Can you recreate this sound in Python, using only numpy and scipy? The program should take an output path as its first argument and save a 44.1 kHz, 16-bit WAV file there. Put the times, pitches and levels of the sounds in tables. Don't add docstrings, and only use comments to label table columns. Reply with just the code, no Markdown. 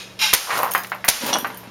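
import sys
import numpy as np
from scipy import signal
from scipy.fft import rfft, irfft, next_fast_len
from scipy.io import wavfile
from scipy.ndimage import uniform_filter1d, map_coordinates

SR = 44100
rng = np.random.default_rng(int(sys.argv[2]) if len(sys.argv) > 2 else 0)


def inscribe(sig):
    pcm = np.round(np.clip(np.atleast_2d(sig).T, -1, 1) * 32767)
    wavfile.write(sys.argv[1], SR, pcm.astype(np.int16))


def natural_amplitude(level_db):
    exponent = np.asarray(level_db, float) / 20
    return 10 ** exponent


N = 74970
T = np.arange(N) / SR

# start in seconds, peak level in dB.
SHOTS = [
    (.3356, 0),
    (1.0857, 0),
]
# frequency in Hz, level in dB.
GRIT_SPECTRUM = [(3000, -5), (7000, -10.5), (14400, -13.5), (16500, -17), (17500, -45)]


def unit(x):
    return x / np.sqrt(np.mean(x ** 2) + 1e-20)


def along(points, hz):
    f, v = np.transpose(points)
    return np.interp(np.log(hz + 1), np.log(f + 1), v)


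def filtered(x, response):
    m = next_fast_len(len(x) + 8192)
    f = np.fft.rfftfreq(m, 1 / SR)
    return irfft(rfft(x, m) * response(f), m)[:len(x)]


def peak(f, hz, wide_hz):
    return 1j * f * wide_hz / (hz * hz - f * f + 1j * f * wide_hz)


def body(peaks):
    def response(f):
        return sum((-1) ** k * natural_amplitude(db) * peak(f, hz, wide_hz) for k, (hz, wide_hz, db) in enumerate(peaks))
    return response


def noise(spectrum, size=N):
    return unit(filtered(rng.standard_normal(size), lambda f: natural_amplitude(along(spectrum, f))))


def fall(s, t60, hold=0):
    return (T >= s) * natural_amplitude(-60 * np.clip(T - s - hold, 0, None) / t60)


def bumps(per_s, spread_db):
    hits = rng.random(N) < per_s / SR
    size = natural_amplitude(spread_db * np.minimum(rng.exponential(size=N), 2))
    return unit(hits * size * rng.choice([-1, 1], N))


def scattered(response, per_s, spread_db, smooth):
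    drive = bumps(per_s, spread_db) + smooth * rng.standard_normal(N)
    return unit(filtered(drive, response))


def floor():
    # frequency in Hz, level in dB.
    hiss_spectrum = [(15, -42), (25, -11.5), (539, -2.5), (618, -1), (689, -8.5), (3770, -15.5),
                     (17500, -32)]
    # frequency in Hz, level in dB.
    hum_tones = [(118.4, -57), (188.4, -53.5)]
    knots = rng.standard_normal((len(hum_tones), 20))
    where = np.meshgrid(range(len(hum_tones)), T * 9, indexing="ij")
    drift = map_coordinates(knots, where)
    hum = sum(natural_amplitude(db + 5.5 + 1.3 * d) * np.sin(2 * np.pi * hz * T + .6 * d)
              for (hz, db), d in zip(hum_tones, drift))
    return natural_amplitude(-46) * noise(hiss_spectrum) + hum


def sheet():
    # frequency in Hz, level in dB.
    sheet_modes = [(1550, -0.5), (2110, 2), (2430, 4.5), (2755, 7), (3230, 3.5), (3690, -1), (3940, 3.5),
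                   (4730, -5.5), (5200, 2), (5680, 0), (6860, -6), (9750, -8.5), (11800, -10), (13700, -15)]
    # frequency in Hz, level in dB.
    wash_spectrum = [(240, -67), (400, -47), (834, -12.5), (1050, -14), (3790, -10), (15500, -29)]
    # time in seconds, level in dB.
    clatter_level = [(.188, -55.5), (.192, -27.5), (.214, -21.5), (.219, -15), (.24, -16), (.28, -19.5),
                     (.326, -25.5), (.345, -57)]
    # frequency in Hz, width in Hz, level in dB.
    earlier_modes = [(1660, 42, -10), (2510, 59, -2), (2800, 26, -6), (3220, 150, -11), (3820, 33, 1),
                     (4200, 40, -11), (5110, 150, -10), (5700, 32, -14), (5870, 17, -12), (6360, 23, -7),
                     (6660, 37, -5), (8970, 33, -15)]
    width_per_khz = 17
    belly_hz, belly_sag, belly_db, belly_t60 = 872, .4, -10, .3

    ringing = body([(hz, hz * 1e-3 * width_per_khz, db) for hz, db in sheet_modes])
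    ring = scattered(ringing, per_s=2500, spread_db=4, smooth=1.2)
    since = T - clatter_level[3][0]
    sagging_hz = belly_hz * (1 - belly_sag * np.clip(since, 0, .15))
    flutter = 1 + 0.22 * unit(uniform_filter1d(rng.standard_normal(N), size=500))
    phase = 2 * np.pi * np.cumsum(sagging_hz) / SR + .5 * flutter[::-1]
    swell = np.clip(since / 0.014, 0, 1) * fall(0, belly_t60, hold=0.25)
    belly = natural_amplitude(belly_db) * flutter * np.sin(phase) * swell
    metal = unit(ring + natural_amplitude(-4) * noise(wash_spectrum)) + belly
    clatter = natural_amplitude(np.interp(T, *np.transpose(clatter_level))) * metal

    earlier_ring = scattered(body(earlier_modes), per_s=2500, spread_db=4, smooth=1.2)
    earlier = natural_amplitude(-36) * fall(0, 0.45) * earlier_ring
    earlier += natural_amplitude(-36) * fall(0, 0.44) * noise(wash_spectrum)
    return clatter + earlier


def rolling(rows, box, per_s):
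    s, db, grit_db = np.transpose(rows)
    fade_in = np.clip((T - s[0]) / 0.04, 0, 1)
    fade_out = np.clip((s[-1] + 0.034 - T) / 0.022, 0, 1)
    grit = scattered(lambda f: natural_amplitude(along(GRIT_SPECTRUM, f)), per_s=2700, spread_db=5.5, smooth=0.88)
    rumble = scattered(body(box), per_s, spread_db=0, smooth=0.71)
    mixture = rumble + natural_amplitude(np.interp(T, s, grit_db)) * grit
    return fade_in * fade_out * natural_amplitude(np.interp(T, s, db)) * mixture


def rolls():
    # time in seconds, level in dB, grit level in dB.
    roll_path = [(.445, -40, -32), (.505, -32.5, -0.5), (.59, -26.5, -0.5), (.65, -27, -31),
                 (.70, -29.5, -27), (.74, -48, -26)]
    # time in seconds, level in dB, grit level in dB.
    topple_path = [(1.2, -29.5, 5), (1.24, -30, -0.5), (1.3, -29.5, 4.5), (1.38, -28.5, -20),
                   (1.43, -39, -13), (1.55, -40.5, -21), (1.7, -65, -29)]
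    # frequency in Hz, width in Hz, level in dB.
    roll_box = [(154, 17, -4), (513, 154, -2.5), (746, 30, -1.5), (770, 140, -10.5), (1050, 210, 3.5),
                (1840, 1100, -8)]
    # frequency in Hz, width in Hz, level in dB.
    topple_box = [(250, 113, -4), (572, 57, -5), (968, 59, -3.5), (1770, 310, -14), (3140, 250, -15.5)]
    return rolling(roll_path, roll_box, per_s=550) + rolling(topple_path, topple_box, per_s=900)


def pat(s, hz):
    out = np.zeros(N)
    near = slice(round(s * SR) - 256, round(s * SR) + 256)
    turns = (T[near] - s) * hz
    width_cycles = .5
    out[near] = -np.sin(2 * np.pi * turns) * np.exp(-(turns / width_cycles) ** 2 / 2)
    return out


def knocks():
    # time in seconds, peak level in dB, pitch in Hz.
    bounces = [(0.473, -24, 1150), (0.483, -23, 1100), (0.51, -15.0, 1240.0), (0.5146, -18.0, 1030.0),
               (0.5201, -15.0, 1010.0), (0.5314, -14.0, 930.0), (0.5374, -12.0, 900.0),
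               (0.5456, -15.0, 1890.0), (0.5553, -13.0, 980.0), (0.5641, -16.0, 1460.0),
               (0.5677, -15.0, 1110.0), (0.5748, -14.0, 1060.0), (0.5837, -13.0, 1100.0),
               (0.5907, -13.0, 1000.0), (0.5957, -14.0, 850.0), (0.6024, -17.0, 660.0),
               (0.609, -15.0, 1000.0), (0.6146, -14.0, 830.0), (0.637, -18.0, 1300.0),
               (0.6405, -12.0, 840.0), (0.6442, -11.0, 930.0), (0.6547, -14.0, 920.0),
               (0.6586, -18.0, 1020.0), (0.6647, -20.0, 880.0), (0.6705, -18.0, 1440.0),
               (0.6743, -18.0, 1350.0), (0.6778, -20.0, 1300.0), (0.6817, -20.0, 930.0),
               (0.704, -21.0, 800.0), (0.7558, -10.0, 1490.0), (0.7607, -13.0, 1710.0),
               (0.765, -16.0, 1680.0), (0.7727, -15.0, 1080.0), (0.922, -17.0, 1960.0),
               (0.927, -14.0, 1730.0), (0.9314, -19.0, 980.0), (0.951, -20.0, 930.0),
               (1.2657, -18.0, 820.0), (1.2718, -18.0, 1000.0), (1.2934, -18.0, 930.0),
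               (1.3103, -18.0, 990.0), (1.3345, -17.0, 670.0), (1.3405, -15.0, 980.0),
               (1.3502, -16.0, 670.0), (1.3645, -11.0, 870.0), (1.3693, -16.0, 660.0),
               (1.3776, -18.0, 950.0), (1.449, -13, 1100), (1.4535, -17, 800)]
    blow_start = [.4945, .5052, .6318, .7495, .846, .9185, 1.0424, 1.236, 1.289, 1.328, 1.356, 1.428,
                  1.4455, 1.501, 1.632, 1.675]
    blow_level = [-17, -9, -6.5, 0, -24, -8, -8, -19, -20, -13, -8.5, -21, -9, -21, -30, -28]
    # shiver level in dB, pitch in Hz, ring t60 in seconds.
    panel = [(-24, 930, 0.053), (-21.5, 1680, 0.31), (-22.5, 1020, 0.075), (-17.5, 1340, 0.14),
             (-26, 3250, 0.033), (-22, 1360, 0.11), (-20.5, 1930, 0.09), (-35, 248.6, 0.062),
             (-40, 1000, 0.037), (-27, 910, 0.14), (-20.5, 1220, 0.05), (-41, 245, 0.038),
             (-20.5, 1330, 0.096), (-27.5, 880, 0.05), (-42.5, 830, 0.35), (-50, 235, 0.032)]
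    # frequency in Hz, level in dB.
    card_spectrum = [(120, -53), (300, -17), (750, 0), (1100, -1), (2750, -2), (3200, -13), (4200, -9),
                     (11700, -50)]
    boom_hz, soft_hz = 400, 4500
    edge_db, edge_ratio = -11, 2.3

    out = sum(natural_amplitude(db) * pat(s, hz) for s, db, hz in bounces)
    for s, blow_db, (db, hz, t60) in zip(blow_start, blow_level, panel):
        shiver = unit(filtered(noise(card_spectrum), lambda f: .6 + peak(f, hz, hz * .8)))
        if hz < boom_hz:
            blow = fall(s, t60) * np.sin(2 * np.pi * hz * (T - s))
        else:
            blow = pat(s + 1 / hz, hz) + natural_amplitude(edge_db) * pat(s + 1 / hz, edge_ratio * hz)
        after = s + 2 / hz
        decay = fall(after, t60) + 0.11 * fall(after, 3 * t60)
        out += natural_amplitude(blow_db) * blow + natural_amplitude(db) * decay * shiver
    return filtered(out, lambda f: (soft_hz / (soft_hz + 1j * f)) ** 2)


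def ticks():
    tick_start = [.5097, .5397, .578, .5891, .621, .6315, .7105, .7173, .7368, .752, .7781, .8355, .870,
                  .8979, .947, 1.0476, 1.2645, 1.338, 1.3853, 1.400, 1.4711, 1.5264, 1.5464, 1.5728, 1.6387]
    # peak level in dB, pitch in Hz.
    tick_tone = [(-35, 11300), (-21.5, 10000), (-13.5, 12000), (-13.5, 14400), (-21, 10400), (-9.5, 14000),
                 (-14.5, 10600), (-8, 16000), (-7.5, 14100), (-24, 9000), (-10, 14400), (-10.5, 21600),
                 (-17.5, 24000), (-18, 17700), (-31, 12000), (-8.5, 15000), (-10, 15000), (-15, 9100),
                 (-11.5, 12700), (-27, 11000), (-22.5, 12300), (-41, 9500), (-28.5, 10500), (-19.5, 13400),
                 (-37, 10600)]
    t60, echo_s, echo_db = .007, .0021, -8
    linger_db, linger_t60 = -10, 0.19
    low_spectrum = [(1500, -42), (3000, 1), (7000, 15), (9000, -45)]  # (Hz, dB)

    out = np.zeros(N)
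    for s, (db, hz) in zip(tick_start, tick_tone):
        fizz = unit(filtered(rng.standard_normal(N), lambda f: peak(f, hz, hz * .15)))
        fizz += natural_amplitude(-12) * noise(GRIT_SPECTRUM) + natural_amplitude(-22) * noise(low_spectrum)
        decay = fall(s, t60) + natural_amplitude(echo_db) * fall(s + echo_s, t60)
        decay += natural_amplitude(linger_db) * fall(s, linger_t60)
        out += natural_amplitude(db - 7.5) * decay * fizz
    return out


def clinks(events, modes, crack_db, wander=0.47):
    # frequency in Hz, level in dB per Hz.
    crunch_spectrum = [(1200, -34), (2800, 4), (6200, 0), (7500, -26), (12000, -9), (17000, -44)]
    rough_hz = modes[1][0] / 25
    out = np.zeros(N)
    for s, db in events:
        rough = unit(filtered(rng.standard_normal(N), lambda f: 1 / (1 + 1j * f / rough_hz)))
        ring = np.zeros(N)
        for hz, level, t60 in modes:
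            uneven_db = rng.normal(0, 2)
            tone = np.sin(2 * np.pi * hz * (T - s) + wander * rough)
            ring += natural_amplitude(level + uneven_db) * fall(s, t60) * tone
        crack = fall(s, .025) * noise(crunch_spectrum)
        out += natural_amplitude(db) * (ring + natural_amplitude(crack_db) * crack)
    return out


def clay():
    # start in seconds, peak level in dB.
    disc_hits = [(1.215, -22), (1.3305, -6), (1.3385, -6), (1.346, -12), (1.369, -18), (1.388, -24),
                 (1.41, -26)]
    # frequency in Hz, level in dB, t60 in seconds.
    disc_modes = [(2940, -6, .04), (3380, 1, .04), (4200, -8, .03), (5800, 4, .04), (10300, -16, .03)]
    # start in seconds, peak level in dB.
    chip_hits = [(.716, -26)]
    # frequency in Hz, level in dB, t60 in seconds.
    chip_modes = [(3100, -8, .03), (5400, -12, .1), (6520, -6, .09), (9180, -9, .06), (10640, -12, .04),
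                  (12060, 7, .05)]
    # start in seconds, peak level in dB.
    shard_hits = [(.7515, -28)]
    # frequency in Hz, level in dB, t60 in seconds.
    shard_modes = [(3100, 0, .14), (5000, -10, .3), (6520, -5, .14), (10080, 2, .035), (11600, 0, .05),
                   (13300, -3, .03)]
    # start in seconds, peak level in dB.
    squeak_starts = [(1.645, -63), (1.656, -51), (1.672, -45)]
    # frequency in Hz, level in dB, t60 in seconds.
    squeak_modes = [(2650, 0, .06), (2700, -2.2, 0.045)]
    discs = natural_amplitude(-8.5) * clinks(disc_hits, disc_modes, crack_db=-6)
    chips = clinks(chip_hits, chip_modes, crack_db=-12, wander=.25)
    shards = clinks(shard_hits, shard_modes, crack_db=-20, wander=.2)
    squeaks = clinks(squeak_starts, squeak_modes, crack_db=-30)
    return discs + chips + shards + squeaks


def pistol():
    # frequency in Hz, level in dB per Hz.
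    blast_spectrum = [(35, -37), (60, -7.5), (900, -5), (5990, -1), (7800, -2), (10900, 6), (16800, 2.5),
                      (18500, -52)]
    # frequency in Hz, level in dB.
    runup_spectrum = [(120, -39), (900, -11), (2200, -9), (6350, -18.5), (7500, -21), (10700, -17),
                      (17000, -35)]
    # frequency in Hz, level in dB per Hz.
    tail_spectrum = [(30, -10.5), (150, -12.5), (820, 0.5), (2030, 1.5), (6330, 1.5), (7840, -5.5),
                     (10200, -1.5), (17000, -10.5)]
    hammer_lead_s, hammer_db, hammer_t60, runup_db = .0052, -24, .003, -10
    blast_hold_s, blast_t60 = .0035, .018
    slap_s, slap_db, slap_t60, slap_hold_s = .013, -6, .014, 0.00067
    push_db, push_s = 2, .0004
    near_db, near_t60, far_db, far_t60 = -9.5, 0.065, -23, 0.93

    out = np.zeros(N)
    for s, db in SHOTS:
        h = s - hammer_lead_s
        click = natural_amplitude(hammer_db) * fall(h, hammer_t60) + natural_amplitude(runup_db) * (T > h) * (T < s)
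        hammer = click * noise(runup_spectrum)
        slap = natural_amplitude(slap_db) * fall(s + slap_s, slap_t60, slap_hold_s)
        blast = (fall(s, blast_t60, blast_hold_s) + slap) * noise(blast_spectrum)
        u = np.clip(T - s, 0, None) / push_s
        push = natural_amplitude(push_db) * (T > s) * (1 - u) * np.exp(-u)
        decay = natural_amplitude(near_db) * fall(s, near_t60) + natural_amplitude(far_db) * fall(s, far_t60)
        out += natural_amplitude(db - 5.0) * (hammer + blast + push) + natural_amplitude(db) * decay * noise(tail_spectrum)
    return out


def room(x):
    # frequency in Hz, t60 in seconds.
    room_t60 = [(200, 0.49), (2000, 0.27), (12000, 0.23)]
    hz, t, z = signal.stft(rng.standard_normal(SR // 2), SR, nperseg=256)
    decay = natural_amplitude(-60 * t / along(room_t60, hz)[:, None])
    tail = signal.istft(z * decay, SR, nperseg=256)[1]
    delayed = np.pad(x, (200, 0))
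    return signal.fftconvolve(delayed, tail / np.linalg.norm(tail))[:N]


def scene():
    duck_db, duck_s, low_cut_hz = -29, 0.21, 109
    small = knocks() + ticks() + clay()
    near = small + natural_amplitude(-9) * room(small) + rolls()
    near = filtered(near, lambda f: (1j * f / (low_cut_hz + 1j * f)) ** 2)
    gain_db = sum(duck_db * (T > s) * np.clip(1 - ((T - s) / duck_s) ** 2, 0, 1) for s, _ in SHOTS)
    return (pistol() + sheet() + near + natural_amplitude(gain_db) * floor())[None]


def roll_off(x):
    return signal.sosfilt(signal.butter(12, 19200, fs=SR, output="sos"), x)


def record(dry):
    dip_hz, dip_wide_hz, dip_depth = 7900, 950, .03
    clip_top, top_hz = 1.05, 15000
    x = filtered(dry[0], lambda f: 1 - (1 - dip_depth) * peak(f, dip_hz, dip_wide_hz))
    x = x / (1 + np.abs(x / clip_top) ** 6) ** (1 / 6)
    x = filtered(x, lambda f: 1 / (1 + (f / top_hz) ** 18))
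    return roll_off(x[None])


dry = scene()
out = record(dry)
inscribe(out)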